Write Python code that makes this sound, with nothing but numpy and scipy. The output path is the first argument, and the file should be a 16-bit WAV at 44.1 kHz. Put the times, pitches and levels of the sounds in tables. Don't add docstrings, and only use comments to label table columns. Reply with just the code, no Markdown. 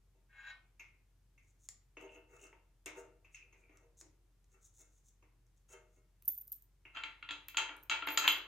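import sys
import numpy as np
from scipy import signal
from scipy.fft import rfft, irfft, next_fast_len
from scipy.io import wavfile

SR = 44100
rng = np.random.default_rng(int(sys.argv[2]) if len(sys.argv) > 2 else 0)


def output_pcm(signal):
    pcm = np.clip(np.atleast_2d(signal).T, -1, 1) * 32767
    wavfile.write(sys.argv[1], SR, np.round(pcm).astype(np.int16))


N = 373527

# pitch_hz, level_db, t60_s
FRAME_MODES = [(294, -9, .4), (672, -15, .35), (890, -9, .38), (1315, -10, .3), (1374, -3, .35),
               (1406, -7, .35), (1712, -12, .25), (2145, -11, .3), (2281, -8, .36), (2498, -8, .3),
               (2637, -5, .3), (2675, -4, .3), (2742, -4, .3), (3103, -4, .3), (3204, -1, .3),
               (3318, -4, .28), (3993, -6, .36), (4630, -14, .24), (6386, -8, .3), (7002, -6, .22)]
# frequency_hz, level_db
FRAME_WASH = [(120, -66), (150, -37), (255, -40), (310, -6.5), (763, -7.5), (899, -1), (1370, -1),
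              (1940, -2), (3190, 0), (4680, -4.5), (5520, -15), (7140, -1), (9060, -29), (14300, -21.5),
              (16000, -46)]
FRAME_WASH_DB = -1.5
# pitch_hz, level_db, t60_s
WHEEL_MODES = [(309, -4, 0.47), (387, -3.5, 0.28), (470.5, -7.5, 0.39), (618, -14.5, 0.66),
               (652, -10.5, 0.34), (910, -11.5, 0.5), (2152, -3.5, 0.39), (2684, 3.5, 0.09),
               (2630, -7, 0.43), (2780, -12.5, 0.52), (6530, 5, 0.086), (12200, -9, 0.12)]
# frequency_hz, level_db
WHEEL_WASH = [(120, -51), (255, -21), (303, -3.5), (350, -3), (459, -8), (804, -11), (912, -7),
              (1780, -11.5), (2130, -3.5), (2650, -8), (3120, -16.5), (4390, -27), (6420, -12),
              (15000, -83.5)]


def bolt_clanks():
    # start_s, crack_peak_db, ring_db, weight_db, hardness_db, favoured_hz
    clanks = [(6.961, -37.5, -64.5, -5, -28, 2560), (6.969, -38, -55, -9.5, -19, 1510),
              (7.035, -29, -54, -11, -13.5, 2200), (7.225, -38.5, -60.5, -13.5, -25, 1310),
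              (7.288, -33.5, -56, -8.5, -20.5, 3730), (7.307, -31, -56, -4.5, -6.5, 3500),
              (7.484, -43.5, -66.5, -11, -2, 2281), (7.544, -39.5, -65.5, -3, -15, 1380),
              (7.569, -21, -49.5, -8.5, 5.5, 2520), (7.58, -28, -43, -7.5, -22.5, 910),
              (7.69, -37, -61, 2.5, -38, 1460), (7.896, -24, -47, -14, -2.5, 1370),
              (7.911, -36, -43, -9.5, -16, 917), (8.022, -30.5, -55, -2, -27, 1350),
              (8.071, -27.5, -50.5, 2, -15, 2090), (8.085, -26.5, -53, 3.5, -6, 2270),
              (8.173, -12.5, -44, -5, 6.5, 1290), (8.276, -9, -38, -11, -5.5, 3090)]
    return blows(clanks, FRAME_MODES, FRAME_WASH, FRAME_WASH_DB, crack_s=0.00074, rise_s=0.0014)


def bolt_grinding():
    # start_s, length_s, level_db
    twists = [(5.68, 0.052, -62), (6.92, 0.059, -46), (8.08, 0.054, -41), (8.2, 0.044, -33.5)]
    soft_contact = [(400, -6.5), (1400, 4), (2600, -0.5), (3600, -7.5), (7000, -14)]
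    frame = coloured(body(FRAME_MODES, FRAME_WASH, FRAME_WASH_DB), soft_contact)
    return scraped(strokes(twists, release_s=.008), frame, per_s=380, uneven_db=8.1)


def bolt_slide(bright_db=-9):
    # pitch_hz, level_db, t60_s
    modes = [(1522, -6.5, 0.26), (1613, -0.5, 0.12), (1842, -4.5, 0.26), (2175, -8.5, 0.29),
             (2684, -6, 0.077), (3910, -13.5, 0.19), (5770, -24, 0.1), (6830, -17, 0.15),
             (11800, -28, 0.034)]
    # frequency_hz, level_db
    wash = [(290, -54), (500, -14.5), (1570, -2.5), (1990, -18), (2190, 0.5), (4220, -17), (6970, -32),
            (14000, -45)]
    # start_s, length_s, level_db
    slides = [(.28, 0.225, -50)]
    shank = body(modes, wash, wash_db=-7.5)
    push = strokes(slides, release_s=0.0076)
    low = coloured(shank, [(2200, -2.5), (4000, -7)])
    high = coloured(shank, [(1800, -23), (3800, 4), (6800, 1.5)])
    dull = scraped(push, low, per_s=1500, uneven_db=4.3)
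    bright = scraped(push ** 2 / push.max(), high, per_s=1500, uneven_db=3.5)
    return dull + amp(bright_db) * bright


def wheel_knocks():
    # start_s, crack_peak_db, ring_db, weight_db, hardness_db, favoured_hz
    knocks = [(.794, -52, -65.5, -16, -2, 2400), (1.377, -62, -80, -27, -5, 2260),
              (1.968, -45, -66.5, 3, -10, 2830), (2.527, -52, -75.5, -0.5, -20, 900),
              (2.859, -65, -56.5, -4.5, 0, 3700), (3.245, -58, -77, -11, -8, 2630),
              (3.344, -47.5, -68, -28.5, 5.5, 2640), (3.524, -65, -79.5, 0, 0.5, 2140),
              (3.692, -65, -82, 6.5, -11, 1990), (4.01, -60, -83, 9, 3, 327),
              (5.223, -63, -82, 1, -5, 1070), (6.851, -49.5, -67, -12, -22, 2780)]
    return blows(knocks, WHEEL_MODES, WHEEL_WASH, wash_db=1, crack_s=0.00061, rise_s=0.0027)


def wheel_rubbing():
    # start_s, length_s, groan_db, squeal_db
    drags = [(.13, 0.031, -74.5, -101), (1.97, 0.072, -53, -61), (2.1, 0.068, -57, -65.5),
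             (2.26, 0.091, -62, -65.5), (2.37, 0.076, -59, -65), (2.94, 0.033, -48, -54.5),
             (3.35, 0.12, -74, -84), (3.53, 0.1, -70.5, -79), (3.69, 0.065, -72, -69.5),
             (3.78, 0.05, -64, -90), (4.49, 0.061, -73.5, -71.5), (4.77, 0.032, -67.5, -70.5),
             (5.68, 0.059, -59, -62), (5.95, 0.02, -70.5, -74)]
    wheel = body(WHEEL_MODES, WHEEL_WASH, wash_db=-6)
    low = coloured(wheel, [(280, -2.5), (470, 5), (650, 3.5), (900, 4), (1200, -13), (2000, -14)])
    high = coloured(wheel, [(700, -32.5), (1250, 11.5), (3100, -9.5), (5500, -12.5)])
    groan = scraped(strokes(drags, release_s=0.0119), low, per_s=300, uneven_db=1.7)
    squeal = scraped(strokes(drags, release_s=0.014, column=3), high, per_s=370, uneven_db=2.6)
    return groan + squeal


def rim_squeals(width_hz=260, fade_s=0.029):
    # start_s, length_s, level_db, first_hz, last_hz
    squeals = [(1.982, 0.22, -65.5, 2740, 2700), (2.383, 0.12, -68.5, 2690, 2760),
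               (3.332, 0.114, -65, 2700, 2440), (3.507, 0.3, -78, 2560, 2090)]
    out = np.zeros((1, N))
    chatter = slips(per_s=700, uneven_db=7)[0]
    for start_s, length_s, level_db, first_hz, last_hz in squeals:
        t = np.arange(0, length_s, 1 / SR)
        hz = first_hz + (last_hz - first_hz) * t / length_s
        friction = chatter[round(start_s * SR):][:len(t)]
        song = resonate(resonate(friction, hz, width_hz), hz, width_hz)
        fade = np.minimum(np.minimum(t, length_s - t) / fade_s, 1)
        add(out, start_s, amp(level_db) * unit_rms(song) * fade)
    return in_room(out, wet_db=-4.5)


def washers(tick_lag_s=0.0075, fizz_db=-14):
    # start_s, tick_peak_db, ping_db, upper_over_lower_note_db
    clinks = [(6.248, -41, -50, 0), (6.278, -31.5, -16.5, 1), (6.308, -43, -47, 3), (6.321, -60, -44, 15),
              (6.341, -46, -48, 6), (6.376, -43, -49, 40), (6.411, -46, -43, 17), (6.471, -42.5, -53, -3),
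              (6.5177, -33, -36, -18), (6.615, -50, -70, -8), (7.827, -42, -56, -12),
              (8.068, -50, -44, -14), (8.174, -50, -37.5, 5), (8.277, -52, -38, 9)]
    # frequency_hz, level_db
    tick_colour = [(1500, -47), (3200, -35), (5000, -25), (12000, -17), (13800, 0), (15500, -17)]
    # start_s, length_s, level_db
    shivers = [(6.28, 0.024, -39.5), (6.36, 0.027, -58), (6.47, 0.065, -60), (8.07, 0.058, -48.5),
               (8.17, .03, -46), (8.27, 0.014, -40)]
    out = np.zeros((1, N))
    for start_s, tick_db, ping_db, upper_db in clinks:
        add(out, start_s, amp(ping_db) * washer_ping(upper_db, t60_s=0.029, rise_s=0.0021))
        add(out, start_s + tick_lag_s, amp(tick_db) * snap(tick_colour, decay_s=0.0031))
    shake = strokes(shivers, release_s=0.029)
    ping = washer_ping(upper_db=5, t60_s=0.031, rise_s=0.00079)
    out += scraped(shake, ping[None], per_s=400, uneven_db=6.3)
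    fizz = unit_rms(coloured(slips(per_s=300, uneven_db=4.46), tick_colour))
    out += amp(fizz_db) * shake * fizz
    return in_room(out, wet_db=-5)


def washer_ping(upper_db, t60_s, rise_s):
    notes_hz = [13110, 14010]
    t = np.arange(SR // 5) / SR
    detune = 1 + .00067 * rng.standard_normal(2)
    notes = zip(notes_hz * detune, (-upper_db / 2, upper_db / 2))
    pair = sum(amp(db) * np.sin(2 * np.pi * hz * t) for hz, db in notes)
    return pair * amp(-60 * t / t60_s) * onset(t, rise_s)


def dry_ticks():
    # start_s, peak_db, centre_hz
    ticks = [(1.6879, -33.5, 6600), (2.011, -59, 7200), (2.365, -59, 7000), (2.468, -56, 6700),
             (2.8597, -36.5, 7300), (3.772, -54.5, 6600), (4.012, -40.5, 7100), (4.443, -66.5, 6900),
             (5.466, -70, 7050), (6.2232, -51, 14460), (7.4835, -35, 13240), (7.7662, -52, 10900)]
    out = np.zeros((1, N))
    for start_s, peak_db, hz in ticks:
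        colour = [(300, -34), (2000, -12), (hz * .6, -16), (hz * .85, -3),
                  (hz, 0), (hz * 1.25, -10), (hz * 2, -27)]
        add(out, start_s, amp(peak_db) * snap(colour, decay_s=.002))
    return in_room(out, wet_db=-5)


def cable_hiss():
    # start_s, length_s, level_db
    pulls = [(1.38, 0.13, -81.5), (1.58, 0.078, -69), (1.99, .035, -76), (2.09, .06, -74),
             (2.28, 0.087, -74), (2.38, 0.071, -63), (2.95, 0.051, -62.5), (3.31, .05, -70.5),
             (3.55, 0.062, -79.5), (3.965, 0.038, -60.5), (4.49, 0.05, -76.5), (4.6, 0.067, -64),
             (4.72, 0.097, -63.5), (4.84, 0.15, -77.5), (5.03, 0.061, -69), (5.56, 0.015, -77),
             (5.68, 0.052, -60.5), (5.88, 0.099, -81)]
    # frequency_hz, level_db
    sheath_colour = [(1760, -60), (3000, -31.5), (3570, -9), (4630, -20), (6480, 7), (7720, -0.5),
                     (13400, -19), (16000, -14)]
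    hiss = unit_rms(coloured(slips(per_s=1300, uneven_db=2.5), sheath_colour))
    return in_room(strokes(pulls, release_s=0.0086) * hiss, wet_db=-3.5)


def room_tone(air_db=-77, waver=0.021):
    # frequency_hz, level_db
    air_colour = [(32, -46.5), (55, -6), (136, -10.5), (223, -22), (359, -22), (563, -29), (2180, -33.5),
                  (4340, -37), (6650, -36), (14900, -41.5), (16000, -59.5)]
    # pitch_hz, rms_db
    hum_tones = [(44.8, -70.5), (91.5, -84), (118.4, -85)]
    t = np.arange(N) / SR
    knots_s = np.arange(0, 9, 1 / 8)
    drift = 1 + waver * np.interp(t, knots_s, rng.standard_normal(len(knots_s)))
    drifting_t = np.cumsum(drift) / SR
    hum = sum(np.sqrt(2) * amp(db) * np.sin(2 * np.pi * hz * drifting_t) for hz, db in hum_tones)
    return hum + amp(air_db) * unit_rms(coloured(diffuse(N), air_colour))


def blows(rows, modes, wash, wash_db, crack_s, rise_s, favour_db=7, favour_octaves=0.17):
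    # full_weight_hz, flat_from_hz, flat_to_hz, full_hard_hz
    knees_hz = [500, 2000, 3000, 6500]
    out = np.zeros((2, N))
    t = np.arange(SR // 2) / SR
    crack_age = t[:SR // 30] / crack_s
    hz = np.geomspace(100, 16000, 80)
    for start_s, peak_db, ring_db, weight_db, hardness_db, favoured_hz in rows:
        slope_db = np.interp(np.log(hz), np.log(knees_hz), [weight_db, 0, 0, hardness_db])
        lift_db = favour_db * np.exp(-(np.log2(hz / favoured_hz) / favour_octaves) ** 2)
        force = np.column_stack([hz, slope_db + lift_db])
        ringing = body(modes, wash, wash_db) * onset(t, rise_s)
        contact = rng.standard_normal(len(crack_age)) * crack_age ** 3 * np.exp(-crack_age)
        crack = coloured(coloured(coloured(contact, wash), wash), force)
        add(out, start_s, amp(ring_db) * coloured(ringing, force))
        add(out, start_s, amp(peak_db) * crack / abs(crack).max())
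    return out


def body(modes, wash, wash_db):
    distinct = unit_rms(ring(modes))
    dense = unit_rms(coloured(room_tail(), wash))
    return unit_rms(distinct + amp(wash_db) * dense)


def ring(modes, scatter_db=3, spread=.009, detune=.0018):
    hz, db, t60_s = np.transpose(modes)[:, :, None]
    t = np.arange(SR // 2) / SR
    strength, phase, skew, shift = rng.standard_normal((4, len(hz), 1))
    decay = amp(db + scatter_db * strength - 60 * t / t60_s)
    waves = decay * np.exp(2j * np.pi * (hz * (1 + detune * shift) * t + phase))
    microphones = np.exp(1j * spread * (np.sqrt(hz) * skew).T * np.array([[1], [-1]]))
    return (microphones @ waves).imag * onset(t, rise_s=.001)


def snap(colour, decay_s):
    t = np.arange(SR // 50) / SR
    burst = coloured(rng.standard_normal(len(t)) * np.exp(-t / decay_s), colour)
    return burst / abs(burst).max()


def strokes(rows, release_s, column=2):
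    out = np.zeros((1, N))
    for row in rows:
        start_s, length_s = row[:2]
        t = np.arange(0, length_s + 10 * release_s, 1 / SR)
        press = np.minimum(t / length_s, 1)
        release = np.exp(-np.maximum(t - length_s, 0) / release_s)
        add(out, start_s, amp(row[column]) * press * release)
    return out[0]


def slips(per_s, uneven_db):
    at = np.flatnonzero(rng.random(N) < per_s / SR)
    size = rng.exponential(1, N)[at]
    sign = rng.choice([-1, 1], N)[at]
    train = np.zeros((1, N))
    train[0, at] = sign * amp(uneven_db * np.minimum(size, 4))
    return unit_rms(train)


def scraped(pressure, response, per_s, uneven_db):
    friction = pressure * slips(per_s, uneven_db)
    return signal.oaconvolve(friction, response / np.linalg.norm(response[0]), axes=1)[:, :N]


def resonate(x, hz, width_hz):
    carrier = np.exp(2j * np.pi * np.cumsum(hz) / SR)
    pole = np.exp(-np.pi * width_hz / SR)
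    return 2 * (carrier * signal.lfilter([1 - pole], [1, -pole], x / carrier)).real


def in_room(x, wet_db):
    echo = np.pad(room_tail(), ((0, 0), (SR // 250, 0)))
    return x + amp(wet_db) * signal.oaconvolve(x, echo / np.linalg.norm(echo[0]), axes=1)[:, :N]


def room_tail():
    # frequency_hz, t60_s
    decay_times = [(250, 0.9), (1000, 0.48), (3000, 0.41), (7000, 0.28), (14000, 0.19)]
    hz, t, spectrum = signal.stft(diffuse(SR // 2), SR, nperseg=256)
    decay = amp(-60 * t / value_at(decay_times, hz)[:, None])
    return signal.istft(spectrum * decay, SR, nperseg=256)[1][:, :SR // 2]


def diffuse(size):
    # frequency_hz, coherence (0-1)
    likeness = [(200, 0.88), (600, 0.58), (1200, 0.52), (2800, 0.34), (6000, 0.217), (14000, 0.33)]
    padded = next_fast_len(size)
    mid, side = rfft(rng.standard_normal((2, padded)))
    coherence = np.clip(value_at(likeness, np.fft.rfftfreq(padded, 1 / SR)), 0, 1)
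    mid *= np.sqrt((1 + coherence) / 2)
    side *= np.sqrt((1 - coherence) / 2)
    return irfft(np.array([mid + side, mid - side]), padded)[:, :size]


def coloured(x, points):
    log_gain = np.log(amp(value_at(points, abs(np.fft.fftfreq(4096, 1 / SR)))))
    taps = np.fft.ifft(np.exp(signal.hilbert(log_gain).conj())).real[:2048]
    return signal.oaconvolve(np.atleast_2d(x), taps[None], axes=1)[:, :x.shape[-1]]


def value_at(points, hz):
    points_hz, values = np.transpose(points)
    return np.interp(np.log(hz + 1), np.log(points_hz + 1), values)


def onset(t, rise_s):
    return 1 - np.exp(-(t / rise_s) ** 2)


def amp(db):
    return 10 ** (np.asarray(db) / 20)


def unit_rms(x):
    return x / np.sqrt(np.mean(x ** 2) + 1e-20)


def add(mix, start_s, sound):
    part = mix[:, round(start_s * SR):][:, :sound.shape[-1]]
    part += sound[..., :part.shape[1]]


def scene():
    # frequency_hz, left_over_right_db
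    leftward = [(100, 0.8), (2200, 2.2), (4000, 0.5), (8000, 1.5), (14000, -2)]
    left, right = (wheel_knocks() + bolt_clanks() + dry_ticks() + washers() + bolt_slide()
                   + wheel_rubbing() + rim_squeals() + cable_hiss() + bolt_grinding() + room_tone())
    lean = np.array(leftward)
    return np.vstack([coloured(left, lean * [1, .5]), coloured(right, lean * [1, -.5])])


def record(dry):
    low_pass = signal.firwin(401, 16200, window=("kaiser", 9), fs=SR)
    return signal.oaconvolve(dry, low_pass[None], "same")


dry = scene()
out = record(dry)
output_pcm(out)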